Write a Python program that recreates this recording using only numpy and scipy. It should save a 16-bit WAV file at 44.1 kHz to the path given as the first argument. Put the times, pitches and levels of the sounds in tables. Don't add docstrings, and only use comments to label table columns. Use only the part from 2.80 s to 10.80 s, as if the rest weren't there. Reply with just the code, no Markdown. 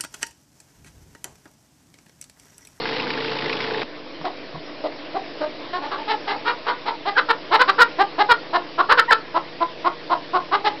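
import sys
import numpy as np
from scipy import signal
from scipy.fft import rfft, irfft, next_fast_len
from scipy.io import wavfile
from scipy.ndimage import uniform_filter1d, map_coordinates

SR = 44100
rng = np.random.default_rng(int(sys.argv[2]) if len(sys.argv) > 2 else 0)


def output_pcm(signal):
    pcm = np.clip(np.atleast_2d(signal).T, -1, 1) * 32767
    wavfile.write(sys.argv[1], SR, np.round(pcm).astype(np.int16))


def elevation(decibels):
    levels = np.asarray(decibels, float)
    return 10 ** (levels / 20)


N = 352800


def unit(x):
    return x / np.sqrt(np.mean(x ** 2) + 1e-20)


def along(points, hz):
    f, value = np.transpose(points)
    return np.interp(np.log(hz + 1), np.log(f + 1), value)


def filtered(x, response):
    m = 2 * next_fast_len(len(x) // 2 + 4096)
    return irfft(rfft(x, m) * response(np.fft.rfftfreq(m, 1 / SR)), m)[:len(x)]


def peak(f, hz, width):
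    return 1j * f * width / (hz * hz - f * f + 1j * f * width)


def wobble(n, rate):
    knots = rng.standard_normal(int(n * rate / SR) + 4)
    return map_coordinates(knots, [np.arange(n) * rate / SR])


def rush(spectrum, patchy_db, gate=1):
    z = signal.stft(gate * rng.standard_normal(N), nperseg=512)[2]
    patches = uniform_filter1d(rng.standard_normal(z.shape), 5, 0)
    patches = unit(uniform_filter1d(patches, 8, 1))
    x = signal.istft(z * elevation(patchy_db * patches), nperseg=512)[1][:N]
    return unit(filtered(x, lambda f: elevation(along(spectrum, f))))


def add(track, s, x):
    i = round(s * SR)
    track[i:i + len(x)] += x[:len(track) - i]


def ring(hz, t60, attack):
    t = np.arange(SR // 4) / SR
    return np.sin(2 * np.pi * hz * t) * elevation(-60 * t / t60) * (1 - np.exp(-t / attack))


def knock(hz, t60, width):
    t = np.arange(SR // 10) / SR
    burst = rng.standard_normal(len(t)) * elevation(-60 * t / t60)
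    x = filtered(burst, lambda f: peak(f, hz, width) + 0.0835)
    return x / abs(x).max()


SHUT_S = 1.034
# (time [s], turns per second [1/s])
ENGINE_SPEED = [(0, 27.4), (3, 26), (5.5, 27.6), (8, 24.9)]
# (multiple of speed [1], level open [dB], just shut out [dB], at the end [dB])
HUMS = [(4.04, -51.5, -64, -59.5), (5.16, -43, -57.5, -55.5), (6.12, -62, -60.5, -52.5),
        (7.43, -50.5, -63.5, -54.5), (9.43, -44.5, -52.5, -58), (11.19, -47, -44.5, -53),
        (13.08, -51, -58.5, -49.5), (16.36, -35.5, -51, -56), (18.42, -42.5, -52.5, -47.5),
        (26.1, -47.5, -61.5, -77), (32, -43, -72, -79.5)]
# (frequency [Hz], level [dB])
OPEN_ROAR = [(24, -94), (40, -32), (80, -24.5), (130, -17.5), (216, -11.5), (291, -4), (399, -9),
             (443, -1.5), (635, -15), (928, -8.5), (1390, -17), (1790, -16), (4150, -18.5), (5130, -24),
             (6200, -30), (8060, -92), (13600, -120)]
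# (frequency [Hz], level [dB])
WALL_ROAR = [(24, -43), (40, -3), (60, -27), (128, -16), (240, -12.5), (303, 1), (399, -6.5), (648, -2.5),
             (736, -8.5), (1030, -12), (1360, -19.5), (1900, -17.5), (4150, -21), (5240, -23), (6200, -23),
             (8060, -63.5), (13600, -120)]
# (time [s], level [dB])
WALL_ROAR_LEVEL = [(1.06, -40.5), (3.24, -37.5), (4.17, -41), (4.9, -37.5), (5.2, -38.5), (6.57, -42),
                   (8.0, -40)]
# (time [s], level [dB])
CAMERA_TURN = [(1.2, -2), (3.2, -0.42)]


def engine():
    t = np.arange(N) / SR
    speed = np.interp(t, *np.transpose(ENGINE_SPEED)) + 0.0934 * wobble(N, 3)
    turns = np.cumsum(speed) / SR - .5
    shut = np.clip((t - SHUT_S) / .002, 0, 1)
    half_turn, full_turn = 2 * turns % 1, turns % 1

    hums = np.zeros(N)
    for multiple, *levels_db in HUMS:
        level_db = np.interp(t, [SHUT_S, SHUT_S + .002, 8], levels_db) + 0.66 * wobble(N, 8)
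        hums += np.sqrt(2) * elevation(level_db) * np.sin(2 * np.pi * (multiple * turns + rng.random()))

    open_db = -28.5
    firing = elevation(-5 * half_turn - 0.72 * full_turn)
    near = elevation(open_db + 0.26 * wobble(N, 13.3)) * rush(OPEN_ROAR, patchy_db=2, gate=firing)

    low_db = np.interp(t, *np.transpose(WALL_ROAR_LEVEL))
    hiss_db = -41.5 + 0.57 * (low_db - low_db.mean()) + np.interp(t, *np.transpose(CAMERA_TURN))
    below_900 = lambda f: 1 / (1 + (f / 900) ** 6)
    low = unit(filtered(rush(WALL_ROAR, patchy_db=-0.5, gate=firing ** 0.33), below_900))
    hiss = unit(filtered(rush(WALL_ROAR, patchy_db=2.0), lambda f: 1 - below_900(f)))
    far = elevation(low_db + 0.43 * wobble(N, 6.8)) * low + elevation(hiss_db + 2) * hiss

    strokes = elevation(-22 * half_turn - 4.3 * full_turn + 5 * wobble(N, 40.2))
    ticking = filtered(strokes * rng.standard_normal(N), lambda f: peak(f, 1600, 1800))
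    knocks = elevation(open_db - 11.5) * unit(ticking)
    every_s = .0357
    for s in np.arange(.018, SHUT_S - every_s / 4, every_s):
        late_s, level_db = .002 * rng.normal(), -17 + 2.8 * rng.normal()
        part_hz = 1650 + rng.random() ** 2 * (2900 - 1650)
        add(knocks, s + late_s, elevation(level_db) * knock(part_hz, t60=.035, width=420))
    return hums + (1 - shut) * (near + knocks) + shut * far


# (time [s], peak level [dB], board pitch [Hz])
FOOT_THUDS = [
    (0.626, -25.5, 150),
    (1.032, -28, 250),
    (1.407, -27.5, 160.3),
    (1.743, -26, 146),
    (1.769, -25, 155),
    (7.249, -43, 240),
]


def feet():
    track = np.zeros(N)
    for s, db, hz in FOOT_THUDS:
        add(track, s, elevation(db - 0.5) * ring(hz, t60=0.11, attack=0.0019))
        add(track, s, elevation(db - 5.5) * ring(72, t60=.09, attack=0.0037))
    return track


# (time [s], peak level [dB], pitch [Hz])
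CLAW_SNAPS = [
    (1.413, -18, 790),
    (1.452, -13.5, 1090),
    (1.473, -23, 730),
    (2.055, -32, 647),
]


def shavings():
    flakes = rng.random((900, 2))
    places = (flakes[:, 0] * SHUT_S * SR).astype(int)
    ticks = np.bincount(places, elevation(-3.5 * np.log(1.05 - flakes[:, 1])), N)
    ticks = filtered(ticks * elevation(2.1 * wobble(N, 17.0)), lambda f: peak(f, 3100, 3900))
    track = elevation(-36.5) * ticks / np.sqrt(np.mean(ticks[:SR] ** 2))
    for s, db, hz in CLAW_SNAPS:
        add(track, s, elevation(db - 4) * knock(hz, t60=0.04, width=330))
    return track


# (frequency [Hz], time to fade by 60 dB [s])
COOP_ECHO = [(200, 0.21), (1000, 0.17), (2500, 0.11), (6000, 0.096)]


def coop(x, wet_db):
    hz, t, z = signal.stft(rng.standard_normal(SR // 3), SR, nperseg=256)
    fading = elevation(-60 * t / along(COOP_ECHO, hz)[:, None])
    tail = signal.istft(z * fading, SR, nperseg=256)[1]
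    answer = elevation(wet_db) * tail / np.linalg.norm(tail)
    answer *= np.clip(np.arange(len(answer)) / SR / .014 - .2, 0, 1)
    answer[0] = 1
    return signal.fftconvolve(x, answer)


def throat(points):
    def response(f):
        cepstrum = irfft(np.log(elevation(along(points, f))))
        cepstrum[1:len(f) - 1] *= 2
        cepstrum[len(f):] = 0
        return np.exp(rfft(cepstrum))
    return response


CALL_COURSE = [
    (0.238, .3),
    (.5, .88),
    (0.779, 1),
    (1, 1),
]


def course(start, length, db, pitch_hz, rest_hz, pull, swell_db):
    first_hz = pitch_hz + pull * (rest_hz - pitch_hz)
    rows = [(start, first_hz, min(-41.5, db - 3))]
    for (share, glide), under_db in zip(CALL_COURSE, swell_db):
        rows.append((start + share * length, first_hz + glide * (pitch_hz - first_hz), db + under_db))
    return rows


# (share of its resonance [1], level [dB])
THROAT_SHAPE = [(0.328, -12.5), (0.501, -12), (.66, -7), (.82, -1.5), (1, 1), (1.331, -8), (1.671, -13),
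                (2.5, -12.5)]
# (frequency [Hz], width [Hz], level [dB])
BEAK_RINGS = [(1970, 100, 8.5), (3040, 710, -5), (3950, 435, 0), (5010, 3600, -11.5)]


def cluck(rows, rough, throat_hz, bright_db, top_hz):
    s, pitch, db = np.transpose(rows)
    t = np.arange(round(.15 * SR)) / SR + s[0]
    rough = np.clip(rough, 0, 1)
    jitter = 1 + 0.1078 * rough * wobble(len(t), 246) + 0.017 * wobble(len(t), 73.0)
    turns = np.cumsum(np.interp(t, s, pitch) * jitter) / SR
    k = np.arange(1, 6000 // pitch.max() + 1)[:, None]
    pulses = unit(np.cos(2 * np.pi * (k * turns - .045 * k * k)).sum(0))
    pulses = pulses * elevation(2.2 * rough * wobble(len(t), 300))
    breath = unit(rng.standard_normal(len(t)) * (1 + np.cos(2 * np.pi * turns)))
    source = np.sqrt(1 - rough) * pulses + 1.3 * rough * breath

    swell = np.interp(t, [*s, s[-1] + .006], [*elevation(db / 2), .001])
    effort_db = 40 * np.log10(swell)
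    opening = elevation(1.1 * (effort_db - db.max()))
    flow = source * elevation(effort_db) * np.clip((t - s[0]) / .006, 0, 1)

    scaled = [(share * throat_hz, level_db) for share, level_db in THROAT_SHAPE]
    pipe = throat([(60, -58), *scaled, (9000, -65)])

    def wide(f):
        return pipe(f) * (1 + elevation(3) * peak(f, 1850, 500)) / (1 + (f / top_hz) ** 9)

    def closed(f):
        return wide(f) / (1 + 1j * f / 900) ** 2

    def beak(f):
        rings = sum((-1) ** j * elevation(g) * peak(f, c, w) for j, (c, w, g) in enumerate(BEAK_RINGS))
        return rings * peak(f, 3500, 4400)

    low = sum(filtered(flow * part, tract) / np.std(filtered(source, tract))
              for part, tract in ((opening, wide), (1 - opening, closed)))
    airy = (flow + .2 * breath * elevation(effort_db)) * opening
    return low + elevation(bright_db) * filtered(airy, beak) / np.std(filtered(source, beak))


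# (start [s], length [s], level [dB], pitch reached [Hz], throat resonance [Hz])
MURMUR_CALLS = [(1.439, 0.044, -25, 370, 820), (1.742, 0.018, -37, 351, 1000), (2.033, 0.04, -23, 309, 620),
                (2.602, 0.046, -23, 317.2, 625), (2.924, 0.049, -24.5, 365.5, 880),
                (3.012, 0.054, -30, 288.3, 880), (3.106, .042, -26.5, 398, 1170),
                (3.17, 0.033, -33.5, 296, 900), (3.466, 0.0546, -23.5, 422, 920)]
# (start [s], length [s], level [dB], pitch reached [Hz], throat resonance [Hz])
CLUCK_CALLS = [(2.338, 0.039, -21.5, 391, 704), (4.246, 0.053, -20, 404, 910),
               (4.705, 0.06, -11.5, 435, 1050), (4.872, 0.033, -11.5, 417.4, 1250),
               (5.18, 0.047, -12, 400, 896), (5.376, 0.049, -12.5, 407.4, 920),
               (5.725, 0.046, -15, 352.5, 956), (5.975, 0.041, -12.5, 369.6, 1130),
               (6.538, .042, -15.5, 339.2, 1020), (6.801, 0.0323, -15.5, 344.2, 1014),
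               (7.039, 0.044, -14.5, 346.2, 1085), (7.293, .048, -15, 351, 1030),
               (7.527, 0.048, -15, 370.3, 1130), (7.71, 0.049, -14.5, 404, 1093)]
# (start [s], length [s], level [dB], pitch reached [Hz], throat resonance [Hz])
CACKLE_CALLS = [(3.269, 0.06, -19, 430, 933), (3.645, 0.051, -18.5, 486, 1253),
                (3.858, 0.045, -19, 489.5, 1237), (4.051, 0.05, -21, 440.2, 990),
                (4.365, 0.035, -11.5, 494.4, 1420), (6.085, 0.05, -9, 485.4, 1260),
                (7.837, 0.052, -15, 414.6, 890)]
# (start [s], length [s], level [dB], pitch reached [Hz], throat resonance [Hz])
SQUAWK_CALLS = [(4.482, .036, -12.5, 464.7, 1200), (4.785, 0.044, -10, 489.6, 1296),
                (4.976, 0.057, -6, 480.3, 1353), (5.484, 0.044, -8, 475.4, 1240),
                (6.167, 0.038, -8.5, 476.3, 1430), (6.307, 0.028, -7.5, 457.7, 1310)]
# (rest pitch [Hz], share of the way it starts from rest [0-1])
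CALL_KINDS = [
    (290, 0.4),
    (300, .95),
    (405, .95),
    (478, 1),
]
# (level rising [dB], nearly there [dB], at full pitch [dB], at the end [dB])
CALL_SWELLS = [
    (0.5, 0.34, 0.0017, 0.5),
    (-4.5, -1.5, 0.011, -1),
    (-3.5, -1.5, 0.0095, -4.5),
    (-4.5, -1.7, 0, -2),
]
# (time [s], pitch [Hz], level [dB])
LATE_SQUEAK = [(6.277, 970, -36), (6.286, 930, -23), (6.296, 998, -15.5), (6.304, 977, -16.5),
               (6.311, 772, -11.5)]
# (time [s], pitch [Hz], level [dB])
EARLY_SQUEAK = [(4.35, 814, -43), (4.357, 823, -29), (4.363, 827, -24), (4.368, 808, -15.5),
                (4.373, 800, -21)]
# (time [s], beak brightness [dB], roughness [0-1], top of the throat's range [Hz])
BIRD_STATE = [(1.4, -14.5, 0.62, 1280), (2, -18.5, 0.51, 1250), (2.7, -16, 0.3, 1640),
              (2.9, -11.5, 0.05, 1960), (3.12, -10, 0.5, 1690), (3.3, -5, 0.31, 2410),
              (3.899, -9, 0.67, 2030), (4.25, -7.5, .35, 1940), (4.399, -11, 0.49, 2210),
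              (4.9, -9.5, 0.5, 2160), (5.001, -12, 0.23, 2240), (5.498, -10, 0.3, 2190),
              (6.001, -17.5, 0.42, 1670), (6.098, -10, 0.55, 2255), (6.331, -10, 0.5, 2320),
              (6.551, -18, 0.46, 1470), (7.55, -18, 0.45, 1460), (7.85, -7, 0.42, 2110)]


def hens():
    track = np.zeros(N)
    calls = []  # rows, throat resonance [Hz], share of roughness, beak level [dB]
    tables = (MURMUR_CALLS, CLUCK_CALLS, CACKLE_CALLS, SQUAWK_CALLS)
    for table, (rest_hz, pull), swell_db in zip(tables, CALL_KINDS, CALL_SWELLS):
        for s, length, db, hz, throat_hz in table:
            calls.append((course(s, length, db, hz, rest_hz, pull, swell_db), throat_hz, 1, 0))
    for rows in (LATE_SQUEAK, EARLY_SQUEAK):
        calls.append((rows, 1500, 0.19, -13))

    when, *state = np.transpose(BIRD_STATE)
    for rows, throat_hz, hoarse, beak_db in calls:
        s, _, db = np.transpose(rows)
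        bright_db, rough, top_hz = (np.interp(s[0], when, column) for column in state)
        voice = cluck(rows, hoarse * rough, throat_hz, bright_db + beak_db, top_hz)
        wet_db = np.interp(s[0], [1.4, 3.1, 3.7, 4.4, 8], [-5.5, -0.5, 7.5, -7.5, -5.0])
        call = coop(voice, wet_db)
        t = np.arange(s[0], s[-1], 1 / SR)
        wanted = np.sum(elevation(2 * np.interp(t, s, db)))
        gain = np.sqrt(wanted / np.sum(call[:len(t)] ** 2))
        add(track, s[0], elevation(0.35) * gain * call)
    return track


def scene():
    return (engine() + feet() + shavings() + hens())[None]


def low_pass(x):
    return signal.sosfilt(signal.butter(12, 15750, fs=SR, output="sos"), x)


def record(dry):
    x = filtered(dry[0], lambda f: 1 / (1 + (f / 5500) ** 30) / (1 + (90 / (f + 1)) ** 2))
    x = np.clip(x + .007, -.73, .727)
    return low_pass(x[None])


dry = scene()
out = record(dry)
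output_pcm(out)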